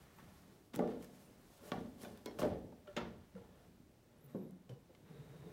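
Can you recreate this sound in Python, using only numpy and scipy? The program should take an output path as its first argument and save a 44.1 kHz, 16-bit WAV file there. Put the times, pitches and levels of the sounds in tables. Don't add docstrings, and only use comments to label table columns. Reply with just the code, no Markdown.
import sys
import numpy as np
from scipy import signal
from scipy.io import wavfile
from scipy.ndimage import uniform_filter1d

SR = 44100
rng = np.random.default_rng(int(sys.argv[2]) if len(sys.argv) > 2 else 0)


def nominal_scale(level):
    x = np.asarray(level, float) / 20
    return 10 ** x


def digitize_waveform(pressure):
    field = np.atleast_2d(pressure).T
    bounded = np.clip(field, -1, 1)
    quanta = np.round(bounded * 32767).astype(np.int16)
    wavfile.write(sys.argv[1], SR, quanta)


N = 243431

BANDS_HZ = 30 * 2 ** np.arange(0, 9.1, .5)
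# frequency in Hz, level in dB per Hz.
HUM_SPECTRUM = [(15, -40), (25, -8.5), (87, -1), (153, -5.5), (200, 3.5), (249, -5.5), (384, -5.5),
                (439, -13.5), (607, -13), (1290, -21.5), (8140, -31), (14800, -36.5), (16000, -25.5)]
HUM_DB = -66.5
# time in seconds, level in
# dB.
BACKGROUND_LEVEL = [(0, 2), (.56, 2.5), (.62, -0.5), (.73, -1.5), (1.0, 3), (3.5, 0.23), (4.6, -2), (5.52, 4)]
# frequency in Hz, t60 in seconds.
ROOM_T60 = [(60, 0.75), (200, 0.813), (500, 0.453), (1200, 0.318), (3000, 0.396), (6000, 0.333),
            (14000, 0.14)]
# frequency in Hz, level in dB re direct.
ROOM_DB = [(60, -13.5), (200, 2), (500, 0), (1200, -2), (3000, -8), (6000, -4.5), (14000, -33.5)]

# frequency in Hz, level in dB, t60 in seconds.
PANELS = [(84.7, -17.5, 0.18), (114.5, -13.5, 0.19), (143.5, -7.5, 0.1405), (179.53, -1, 0.0777),
          (240, -2.5, 0.078), (270.7, -4, 0.078), (345.7, -1.5, 0.0583), (396.97, -4, 0.0824),
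          (454.2, 2, 0.0725), (508.4, -3, 0.0507), (582.25, 0, 0.088), (620, -8, 0.0725),
          (733.7, -4, 0.0547), (782.8, -6.5, 0.045), (876.5, -11, 0.067), (930, -10.5, 0.027)]
# frequency in Hz, level in dB, t60 in seconds.
RAILS = [(933, 4, 0.0159), (1194, 1, 0.0224), (1350, -1, 0.0219), (1500, -5, 0.0628), (1814, -0.5, 0.0227),
         (2200, -2.5, 0.018), (2354, -2.5, 0.0135), (2941, -1.5, 0.01845), (3350, 0, 0.0105),
         (3675, -2, 0.01073), (4405, 0, 0.00426), (5120, -1, 0.0051), (6575, 0.5, 0.00537),
         (8000, -35, 0.0046)]
# frequency in Hz, level in dB, t60 in seconds.
CATCH_MODES = [(984, 6.5, 0.051), (1444, 1, 0.056), (1950, 3, 0.029), (2157, 1, 0.065), (3324, -1.5, 0.072),
               (4247, -2, 0.045), (4350, -9, 0.052), (5440, -7, 0.075), (5490, -8.5, 0.047),
               (6560, -13.5, .04)]

# start in seconds, rise and fall in s per 20 dB,
# hold in seconds, level in dB.
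SCUFFS = [(0, .2, 0.137, -77), (0.191, 0.24, 0.0436, -71.5), (0.297, 0.18, 0.194, -79),
          (1.15, -0.13, 0.334, -82), (4.246, -0.16, 0.174, -81), (5.061, -0.02, 0.141, -74),
          (5.303, -0.38, 0.248, -74)]
# time in seconds, level in dB.
STEPS = [(0, -66.5), (.28, -68.5), (.85, -58), (1.79, -57), (2.1, -66), (2.469, -48), (3.03, -54),
         (3.4, -64), (3.8, -70.5), (4.4, -72), (4.73, -71.5), (5.2, -71), (5.45, -81.5)]
# fastest moment in seconds, rise and fall in s per 20 dB,
# rumble in dB, dust in dB re rumble.
SLIDES = [(.194, -0.01, 0.34, -61.5, -18.5), (.03, 4, 0.1, -68.5, -5), (.3, 1, 1, -70.5, -1),
          (.57, 4, 0.5, -71, -23), (0.759, 0.0109, -0.02, -47.5, -15),
          (0.786, 0.0395, -0.0218, -36.5, -54.5), (1.036, 0.12, -0.06, -66.5, -1.5),
          (1.09, .02, .03, -63, -26.5), (1.15, 0.2, 0.6, -73, 4.5), (1.27, .04, .2, -63, -26.5),
          (1.52, 0.18, 1.26, -72.5, 3), (1.68, 0.1315, 0.0919, -53.5, -6.5),
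          (2.025, 0.0584, 0.13, -53.5, -4.5), (2.046, 0.04, -0.1627, -49, -32.5),
          (2.12, 0.1, .5, -61.5, -9), (2.45, 0.0612, 0.1217, -33, -56), (2.44, 0.1219, 0.06, -53.5, -10),
          (2.5, 0.0714, 0.1976, -44, -41.5), (1.645, 0.14, -0.29, -56, -27),
          (2.075, 0.19, -0.1, -54.5, -32.5), (3.63, -0.54, -0.37, -73.5, -10),
          (3.65, 0.74, 0.0959, -63, -16), (4.166, 0.69, 1.4, -65.5, -32.5), (4.3, 0.03, 0.3, -63.5, -12),
          (4.91, -0.05, .2, -68, -32.5), (5.096, 0.06, 15, -65, -15.5)]
# start in seconds, fall in s per 20 dB,
# rumble in dB, rasp and dust in dB re rumble.
JUDDERS = [(.008, 0.092, -71.5, 5, -8), (.741, 0.0854, -48.5, -3.5, -12.5), (.8, 0.11, -41.5, -15.5, -28.5),
           (0.847, 0.0173, -35.5, -36.5, -45.5), (.875, 0.262, -45.5, -15, -25.5),
           (1.761, 0.175, -45.5, -15.5, -37.5), (2.28, 0.0193, -41.5, -21.5, -31.5),
           (2.31, 0.45, -61, -8, -14.5), (2.393, 0.11, -39, -12.5, -13.5), (2.55, 0.283, -51.5, -25, -26.5),
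           (2.878, 0.037, -50.5, -11, -28.5), (2.9, 0.154, -62.5, -7.5, -15), (2.97, 0.06, -42.5, -2, -22),
           (3.005, 0.1415, -44.5, -9.5, -50.5), (3.08, 0.194, -62.5, -5, -22.5),
           (3.362, 0.175, -55.5, -15, -26.5), (4.698, 0.051, -54.5, -13.5, -16)]
# start in seconds, hold in seconds, pitch in Hz, level in dB.
CHIRPS = [
    (.166, .03, 12970, -81.5),
    (1.258, .02, 9430, -83),
    (4.25, .02, 10980, -85),
    (4.57, .06, 10070, -99),
]
# start in seconds, peak in dB, crack and rail reference pitch in Hz, tick in dB re
CLACKS = [(0.1852, -55.5, 1350, -21.5), (0.1989, -55.5, 1300, -27.5), (0.7361, -52, 2000, -8.5),
          (0.752, -45, 1410, -1.5), (0.7595, -50.5, 1020, 8), (0.7909, -39.5, 964, -13),
          (0.876, -48.5, 1160, -25.5), (1.0255, -52, 1190, 1.5), (1.045, -55.5, 1500, 6),
          (1.7181, -31, 1308, -20), (2.0348, -49.5, 1450, -8), (2.0483, -54, 1500, -11.5),
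          (2.1741, -59.5, 1900, 6.5), (2.259, -43.5, 2220, 0), (2.388, -44, 1140, -2),
          (2.4176, -39.5, 1120, -25), (2.4297, -39.5, 990, -24.5), (2.872, -55.5, 1400, -23.5),
          (2.929, -66, 1380, 1.5), (2.9653, -34.5, 1627, -17), (2.9745, -35, 1560, -26),
          (2.9833, -39, 1500, -31), (3.3521, -59.5, 1400, -22.5), (3.6177, -74, 1150, -15),
          (4.351, -67, 930, -4), (4.5083, -79.5, 1080, 10.5), (4.6931, -61, 3250, -15.5),
          (4.949, -58.5, 1920, -17)]
# start in seconds, peak in dB, centre in Hz, decay in seconds.
SNAPS = [(0.185, -60.5, 1500, 0.0052), (0.7344, -54.5, 2500, 0.0113), (.753, -56.5, 9000, 0.00216),
         (.7602, -34, 12500, .001), (.773, -55, 10000, .002), (0.7913, -52, 7000, 0.00144),
         (0.8751, -60, 4000, 0.0034), (1.044, -50.5, 11000, 0.00143), (2.0172, -50, 9000, 0.0022),
         (2.031, -50, 9000, 0.0021), (2.049, -51.5, 10000, 0.00195), (2.259, -44, 5500, .0014),
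         (2.2592, -41, 13000, 0.0011), (2.3883, -45, 1600, 0.0041), (2.394, -42.5, 5000, 0.0039),
         (2.404, -44.5, 4000, 0.0036), (2.417, -40.5, 1390, 0.00316), (2.4276, -45.5, 3500, 0.0053),
         (2.437, -50, 1800, 0.0022), (2.452, -45, 2200, 0.0033), (2.474, -53.5, 1500, 0.0032),
         (2.606, -62.5, 693, 0.0049), (2.724, -56.5, 750, 0.0048), (2.9664, -47.5, 3000, 0.0033),
         (4.9483, -64.5, 4300, 0.003), (2.966, -44, 3200, .006), (2.977, -50, 2800, .008),
         (2.99, -52, 2200, 0.0225), (4.509, -56, 13000, .001), (4.694, -67, 6000, 0.0021),
         (2.86, -63, 900, .004), (4.709, -63, 1500, 0.0037), (4.713, -69, 3010, 0.0029)]
# start in seconds, frequency in Hz, peak in dB, t60 in seconds.
PINGS = [(.187, 1348, -60, .04), (.19, 1120, -58.5, 0.045), (.195, 1522, -62, 0.052),
         (.741, 192.4, -45.5, 0.076), (.7915, 815.5, -34.5, 0.052), (.792, 1280, -52, 0.038),
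         (.794, 2060, -49.5, 0.029), (.794, 1500, -48.5, 0.054), (.845, 730.5, -45, 0.123),
         (.92, 479.6, -44.5, 0.146), (.89, 800, -51.5, 0.068), (.797, 240, -38, 0.088),
         (.82, 1192, -48.5, 0.137), (.795, 710, -42, 0.101), (.82, 607.8, -36.5, 0.143),
         (1.718, 3347, -35.5, 0.0097), (1.72, 1152, -37.5, 0.05), (1.73, 740.6, -42.5, 0.203),
         (1.77, 1191, -57, 0.178), (2.048, 1507, -54, 0.068), (2.048, 3033, -64.5, 0.059),
         (2.048, 3546, -61, 0.078), (2.048, 2435, -57, 0.051), (2.05, 721.7, -49.5, 0.103),
         (2.27, 227.8, -49.5, 0.118), (2.418, 1114, -38, 0.0177), (2.42, 532, -32, 0.0116),
         (2.433, 1500, -50, 0.0144), (2.44, 597.4, -32.5, 0.16), (2.45, 268, -34, 0.122),
         (2.452, 458, -30.5, 0.045), (2.464, 329, -38, 0.032), (2.606, 620, -49, 0.055),
         (2.724, 661, -62, 0.047), (2.876, 1380, -55.5, 0.066), (2.876, 1787, -64.5, 0.072),
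         (2.874, 2948, -62.5, 0.065), (2.874, 3316, -66.5, 0.049), (2.88, 394.4, -50, 0.078),
         (2.93, 1390, -61, 0.031), (2.967, 3550, -43.5, 0.031), (2.967, 2860, -44, 0.038),
         (2.967, 6790, -52, 0.0264), (2.978, 7060, -58.5, 0.054), (2.97, 590.3, -43.5, 0.095),
         (2.975, 1361, -43, 0.106), (2.98, 951.8, -46, 0.148), (2.98, 1881, -52.5, 0.113),
         (2.98, 2707, -53.5, 0.134), (2.97, 235.9, -41, 0.17)]
# start in seconds,
# frequency in Hz, peak in dB, # t60 in seconds.
MORE_PINGS = [(3.345, 191.8, -46, 0.229), (3.358, 478, -49, 0.165), (3.36, 504.6, -53.5, 0.113),
              (3.365, 1405, -60, 0.067), (3.352, 1684, -67.5, .03), (3.365, 1005, -68, 0.049),
              (4.35, 191, -39.5, 0.29), (4.352, 530, -48.5, 0.16), (4.352, 500.6, -47, 0.153),
              (4.43, 159.7, -50.5, 0.214), (4.52, 184.3, -51, 0.246), (4.895, 333, -60, 0.067),
              (4.9, 518, -62, 0.128), (4.35, 421, -42.5, 0.0803), (4.39, 372.6, -53, 0.29),
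              (4.41, 271, -57.5, .2), (4.695, 527.4, -53, 0.043), (4.715, 561, -55, 0.086),
              (4.768, 477, -54.5, 0.054), (5.458, 405, -58, 0.041), (4.694, 3102, -61, 0.0307),
              (4.72, 2987, -75, 0.18), (4.42, 528.7, -52.5, .2), (4.5, 359.5, -59, 0.302),
              (4.152, 211.9, -58, 0.062), (4.949, 2100, -64, .03), (.767, 300, -42, .08),
              (.778, 230, -40, .06), (2.39, 1150, -45, .03), (2.723, 860, -56, .025), (1.74, 800, -46, .15),
              (.186, 900, -60, .05), (4.19, 161, -56.5, 0.056), (4.7, 474, -52.5, 0.138),
              (4.893, 560.3, -66, 0.034)]
# start in seconds, peak in dB, loudest panel in Hz, focus in dB per octave.
THUMPS = [(.224, -50.5, 195, 13.5), (.74, -37.5, 251, 13.5), (.763, -37.5, 144.6, 17.5),
          (.79, -23.5, 359, 8.5), (.802, -25, 270, 4), (.837, -28.5, 435, 5.5), (1.635, -48, 369, 12),
          (1.717, -27.5, 268, 7), (1.779, -35.5, 240, 25.5), (2.034, -41.5, 232, 5.5),
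          (2.049, -45, 270, 8.5), (2.259, -34, 376.5, 12.5), (2.392, -35, 500, 3), (2.419, -28, 549, -1.5),
          (2.432, -25.5, 520, 4), (2.446, -29.5, 587, 3.5), (2.473, -31.5, 443, 19),
          (2.605, -52.5, 557, 9.5), (2.723, -51.5, 603, 2), (2.965, -34.5, 437, 27.5),
          (2.971, -30, 251, 2.5)]
# start in seconds, peak in dB, loudest panel in Hz, focus in dB per octave.
BUMPS = [(3.357, -53.5, 476, 12), (3.679, -53.5, 184.6, 19.5), (3.799, -52.5, 201.5, 17),
         (4.345, -31, 192.3, 9.5), (4.364, -39, 201, 7.5), (4.429, -46.5, 262, 3), (4.695, -46, 140, 5.5),
         (4.893, -58, 520, 4), (5.026, -54, 156.3, 16.5), (5.105, -49.5, 152, 11), (5.194, -54, 140, 10),
         (5.456, -48, 166.1, 10)]
# time in seconds, level in dB.
BOUNCES = [
    (2.2609, -59.5),
    (2.271, -59),
    (2.283, -68),
    (2.295, -65.5),
    (2.311, -67),
]
# start in seconds, hold in seconds, pitch in Hz, level in dB.
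CREAKS = [
    (2.89, 0.0292, 588, -55.5),
]
# time in seconds, pitch in Hz, level in dB.
SQUEAK = [(4.17, 9500, -90), (4.202, 10600, -86.5), (4.232, 13220, -79.5), (4.252, 14500, -74),
          (4.268, 14359, -81.5), (4.298, 13320, -81), (4.366, 12520, -85), (4.412, 12790, -81),
          (4.49, 10890, -86)]
# start in seconds, hold in seconds, pitch in Hz, level in dB.
GROANS = [(4.24, 0.022, 142.3, -65), (4.275, 0.0195, 134.6, -61), (4.322, 0.0107, 150.5, -63),
          (4.704, 0.0332, 127.2, -53), (4.765, 0.013, 146.5, -65), (5.04, 0.006, 154.6, -63),
          (5.107, 0.0092, 154.7, -57.5), (5.142, 0.0151, 138.2, -57.5), (5.197, 0.0205, 136, -53.5),
          (5.265, 0.0142, 160.4, -64.5), (5.305, 0.02999, 132.4, -59.5), (5.355, 0.0097, 165.8, -60.5),
          (5.402, 0.0288, 134.3, -54.5), (5.46, 0.0135, 166.1, -55), (5.5, 0.0186, 139, -62.5)]
# start in seconds, hold in seconds, level in dB.
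PIN_TURNS = [
    (4.288, 0.171, -81.5),
    (5.149, 0.098, -75.5),
    (5.362, 0.1426, -76),
]
# start in seconds, hold in seconds, level in dB.
RUBS = [(5.028, 0.0175, -73.5), (5.099, 0.027, -63), (5.16, 0.056, -63), (5.253, 0.124, -66),
        (5.405, 0.038, -67.5), (5.476, 0.039, -59)]


def unit(x):
    return x / np.sqrt(np.mean(x ** 2))


def at(table, hz):
    table_hz, value = np.transpose(table)
    return np.interp(np.log(hz), np.log(table_hz), value)


def band(x, lo_hz, hi_hz, order=2):
    return signal.sosfilt(signal.butter(order, [lo_hz, min(hi_hz, .45 * SR)], "band", fs=SR, output="sos"), x)


def band_noise(length, hz):
    return unit(band(rng.standard_normal(length), hz / 2 ** .25, hz * 2 ** .25))


def walk(rate):
    k = int(SR / rate)
    steps = np.repeat(rng.standard_normal(N // k + 1), k)
    return 1.273 * uniform_filter1d(uniform_filter1d(steps, k), k)[:N]


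def add(out, s, y):
    out[int(s * SR):int(s * SR) + len(y)] += y


def swells(rows):
    t = np.arange(0, N, 32) / SR
    s, rise, hold, fall, db = np.transpose(rows)[:, :, None]
    before = np.maximum(s - t, 0) / np.abs(rise)
    after = np.maximum(t - s - hold, 0) / np.abs(fall)
    level = np.sqrt(np.sum(nominal_scale(db - 20 * (before + after)) ** 2, axis=0))
    return np.interp(np.arange(N) / SR, t, level)


def heaves(rows, edges, slack):
    rise, fall = edges
    load = swells([(s, rise, hold, fall, 0) for s, hold, hz, db in rows])
    level = swells([(s, rise, hold, fall, db) for s, hold, hz, db in rows])
    s, hold, hz, _ = np.transpose(rows)
    pitch = np.interp(np.arange(N) / SR, np.ravel([s, s + hold], "F"), np.repeat(hz, 2))
    return pitch * (1 + slack * (1 - np.minimum(load, 1))), level


def whine(hz, gain, wobble, flutter_db, third_db):
    phase = 2 * np.pi * np.cumsum(hz * (1 + wobble * walk(70))) / SR
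    tone = np.sin(phase) + nominal_scale(third_db) * np.sin(3 * phase)
    return np.sqrt(2) * gain * nominal_scale(flutter_db * walk(45)) * tone


def slips(rate, spread_db):
    clicks = rng.random(N) < rate / SR
    size = nominal_scale(spread_db * np.minimum(rng.exponential(size=N), 3.5))
    return unit(clicks * size * rng.choice([-1, 1], N))


def ring(modes, extra_db, detune, damp):
    hz, db, t60 = np.transpose(modes)[:, :, None]
    t = np.arange(SR // 3) / SR
    sign = (-1) ** (np.arange(len(hz))[:, None] // 2)
    decay = np.exp(-np.log(1000) * t * damp / t60)
    return np.sum(sign * nominal_scale(db + extra_db) * decay * np.sin(2 * np.pi * hz * detune * t), axis=0)


def blow(modes, hz, focus_db, damp, scatter_db):
    chance = rng.standard_normal((2, len(modes), 1))
    near_db = -focus_db * np.abs(np.log2(np.array(modes)[:, :1] / hz))
    y = ring(modes, near_db + scatter_db * chance[0], 1 + 0.0223 * chance[1], damp)
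    return y / np.max(np.abs(y))


def hum():
    out, swell = 0, walk(1.51)
    for hz in BANDS_HZ:
        noise = band_noise(N, hz) * np.sqrt(hz)
        sway_db = (1.11 * swell + 2.0 * walk(6.13)) * min(1, 600 / hz)
        out = out + nominal_scale(at(HUM_SPECTRUM, hz) + sway_db) * noise
    return unit(out) * nominal_scale(HUM_DB + np.interp(np.arange(N) / SR, *np.transpose(BACKGROUND_LEVEL)))


def rustle():
    level = swells([(s, edge, hold, edge, db) for s, edge, hold, db in SCUFFS])
    return level * unit(band(slips(5000, 2.2), 850, 2215))


def boards():
    give, settle = 0.136, 0.2854
    level = swells([(s, give, 0, settle, db) for s, db in STEPS])
    return level * unit(band(rng.standard_normal(N), 45, 134.3, order=3))


def rubbing():
    jerk = 0.00825
    moves = [(s, rise, fall, db, -5.5 + 0.355 * dust_db, dust_db) for s, rise, fall, db, dust_db in SLIDES]
    moves += [(row[0], jerk, *row[1:]) for row in JUDDERS]
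    low = swells([(s, rise, 0, fall, db) for s, rise, fall, db, _, _ in moves])
    mid = swells([(s, rise, 0, fall, db + rasp_db) for s, rise, fall, db, rasp_db, _ in moves])
    high = swells([(s, rise, 0, fall, db + dust_db) for s, rise, fall, db, _, dust_db in moves])
    shaken_panels = signal.fftconvolve(slips(700, 3.19), ring(PANELS, 0, 0.9943, 1.875))[:N]
    shaken_rails = signal.fftconvolve(slips(2500, 1.94), ring(RAILS, 0, 0.9317, 3.76))[:N]
    rumble = unit(band(shaken_panels, 99, 1300))
    rasp = unit(band(shaken_rails, 705, 5630))
    hiss = unit(band(slips(12000, 2.3), 2200, 14500))
    return (nominal_scale(-6.5) * low * rumble + nominal_scale(-2.5 + 2.0 * walk(40.014)) * mid * rasp
            + nominal_scale(-3.0 + 1.43 * walk(60.35)) * high * hiss)


def chirps():
    return whine(*heaves(CHIRPS, (.02, .03), -.02), .004, 3.5, -99)


def clacks():
    out = np.zeros(N + SR)
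    t = np.arange(SR // 3) / SR
    damp = 0.982
    for s, db, hz, tick_db in CLACKS:
        grit = rng.standard_normal((2, len(t)))
        crack = band(grit[0] * np.exp(-t * damp / 0.0045), hz / 3.64, hz * 2.215, order=3)
        tick = band(grit[1] * np.exp(-t / 0.0038), 2700, 21000)
        rails = blow(RAILS, hz, -3.5 - 0.196 * tick_db, damp, 0.85)
        add(out, s, nominal_scale(db) * (nominal_scale(-6.5) * rails + nominal_scale(2.5) * crack + nominal_scale(tick_db - 7.0) * tick))
    return band(out[:N], 400, 16000)


def snaps():
    out = np.zeros(N + SR)
    t = np.arange(SR // 20) / SR
    for s, db, hz, decay in SNAPS:
        grit = rng.standard_normal(len(t))
        y = band(grit * np.exp(-t / decay), hz / 2.07, hz * 1.555)
        add(out, s, nominal_scale(db) * y / np.max(np.abs(y)))
    return out[:N]


def pings():
    out = np.zeros(N + SR)
    for s, hz, db, t60 in list(PINGS) + list(MORE_PINGS):
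        y = ring([(hz, db, t60), (hz * 1.035, db - 8, t60)], 0, 0.9856, 0.707)
        build = 1 - np.exp(-np.arange(len(y)) / SR * hz / 1.524)
        add(out, s, y * build)
    return out[:N]


def thumps():
    out = np.zeros(N + SR)
    push = np.hanning(int(0.000836 * SR) + 3)
    t = np.arange(SR // 10) / SR
    for s, db, hz, focus_db in list(THUMPS) + list(BUMPS):
        boom = np.convolve(blow(PANELS, hz, focus_db, 1, 1.52), push / push.sum())
        spread = 1 - 0.474 * np.exp(-np.arange(len(boom)) / (0.0037 * SR))
        add(out, s - .0012, nominal_scale(db + 0.7557) * boom * spread)
        bloom = band(rng.standard_normal(len(t)) * np.exp(-t / 0.017), 611, 1270)
        add(out, s + 0.00097, nominal_scale(db - 7.5 - 0.824 * focus_db) * bloom)
    return band(out[:N], 95, 2000)


def catch():
    out = np.zeros(N + SR)
    for s, db in BOUNCES:
        chance = rng.standard_normal((2, len(CATCH_MODES), 1))
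        add(out, s, ring(CATCH_MODES, db + 1.8 * chance[0], 1 + 0.0102 * chance[1], 0.884))
    return out[:N]


def creaks():
    return whine(*heaves(CREAKS, (.045, .02), 0.046), 0.0062, 1.3, -28)


def squeak():
    t = np.arange(N) / SR
    s, hz, db = np.transpose(SQUEAK)
    gate = uniform_filter1d(1. * ((t > s[0]) & (t < s[-1])), int(0.019 * SR))
    return whine(np.interp(t, s, hz), gate * nominal_scale(np.interp(t, s, db)), .003, 3.25, -99)


def groans():
    return whine(*heaves(GROANS, (.025, .02), .04), 0.0192, 2.5, -16.5)


def pin():
    level = swells([(s, .2, hold, .1, db - 5) for s, hold, db in PIN_TURNS])
    return level * unit(band(rng.standard_normal(N), 3620, 3900))


def rub():
    level = swells([(s, .05, hold, .06, db) for s, hold, db in RUBS])
    return level * unit(band(rng.standard_normal(N), 408.4, 474))


def room(x):
    t = np.arange(SR) / SR
    tail = 0
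    for hz in BANDS_HZ:
        fall = np.log(1000) / at(ROOM_T60, hz)
        noise = band_noise(SR, hz) * np.sqrt(hz * .7 * fall) / SR
        build = 1 - np.exp(-t / (0.00068 + 0.87 / hz))
        tail = tail + nominal_scale(at(ROOM_DB, hz)) * noise * np.exp(-fall * t) * build
    return signal.fftconvolve(x, tail * np.sqrt(2))[:N]


def scene():
    box = thumps() + clacks() + rubbing()
    tones = groans() + creaks() + pings()
    echoes = room(box + nominal_scale(-11) * tones)
    hinge = (squeak() + chirps()) * nominal_scale(5.0 * walk(700))
    small_parts = pin() + rub() + catch() + snaps()
    background = hum() + boards() + rustle()
    return (box + tones + echoes + hinge + small_parts + background)[None]


def low_pass(x):
    return signal.sosfilt(signal.butter(12, 16580, fs=SR, output="sos"), x)


def record(dry):
    top_cut = signal.ellip(8, .2, 28, 15850, fs=SR, output="sos")
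    return low_pass(signal.sosfilt(top_cut, dry))


dry = scene()
out = record(dry)
digitize_waveform(out)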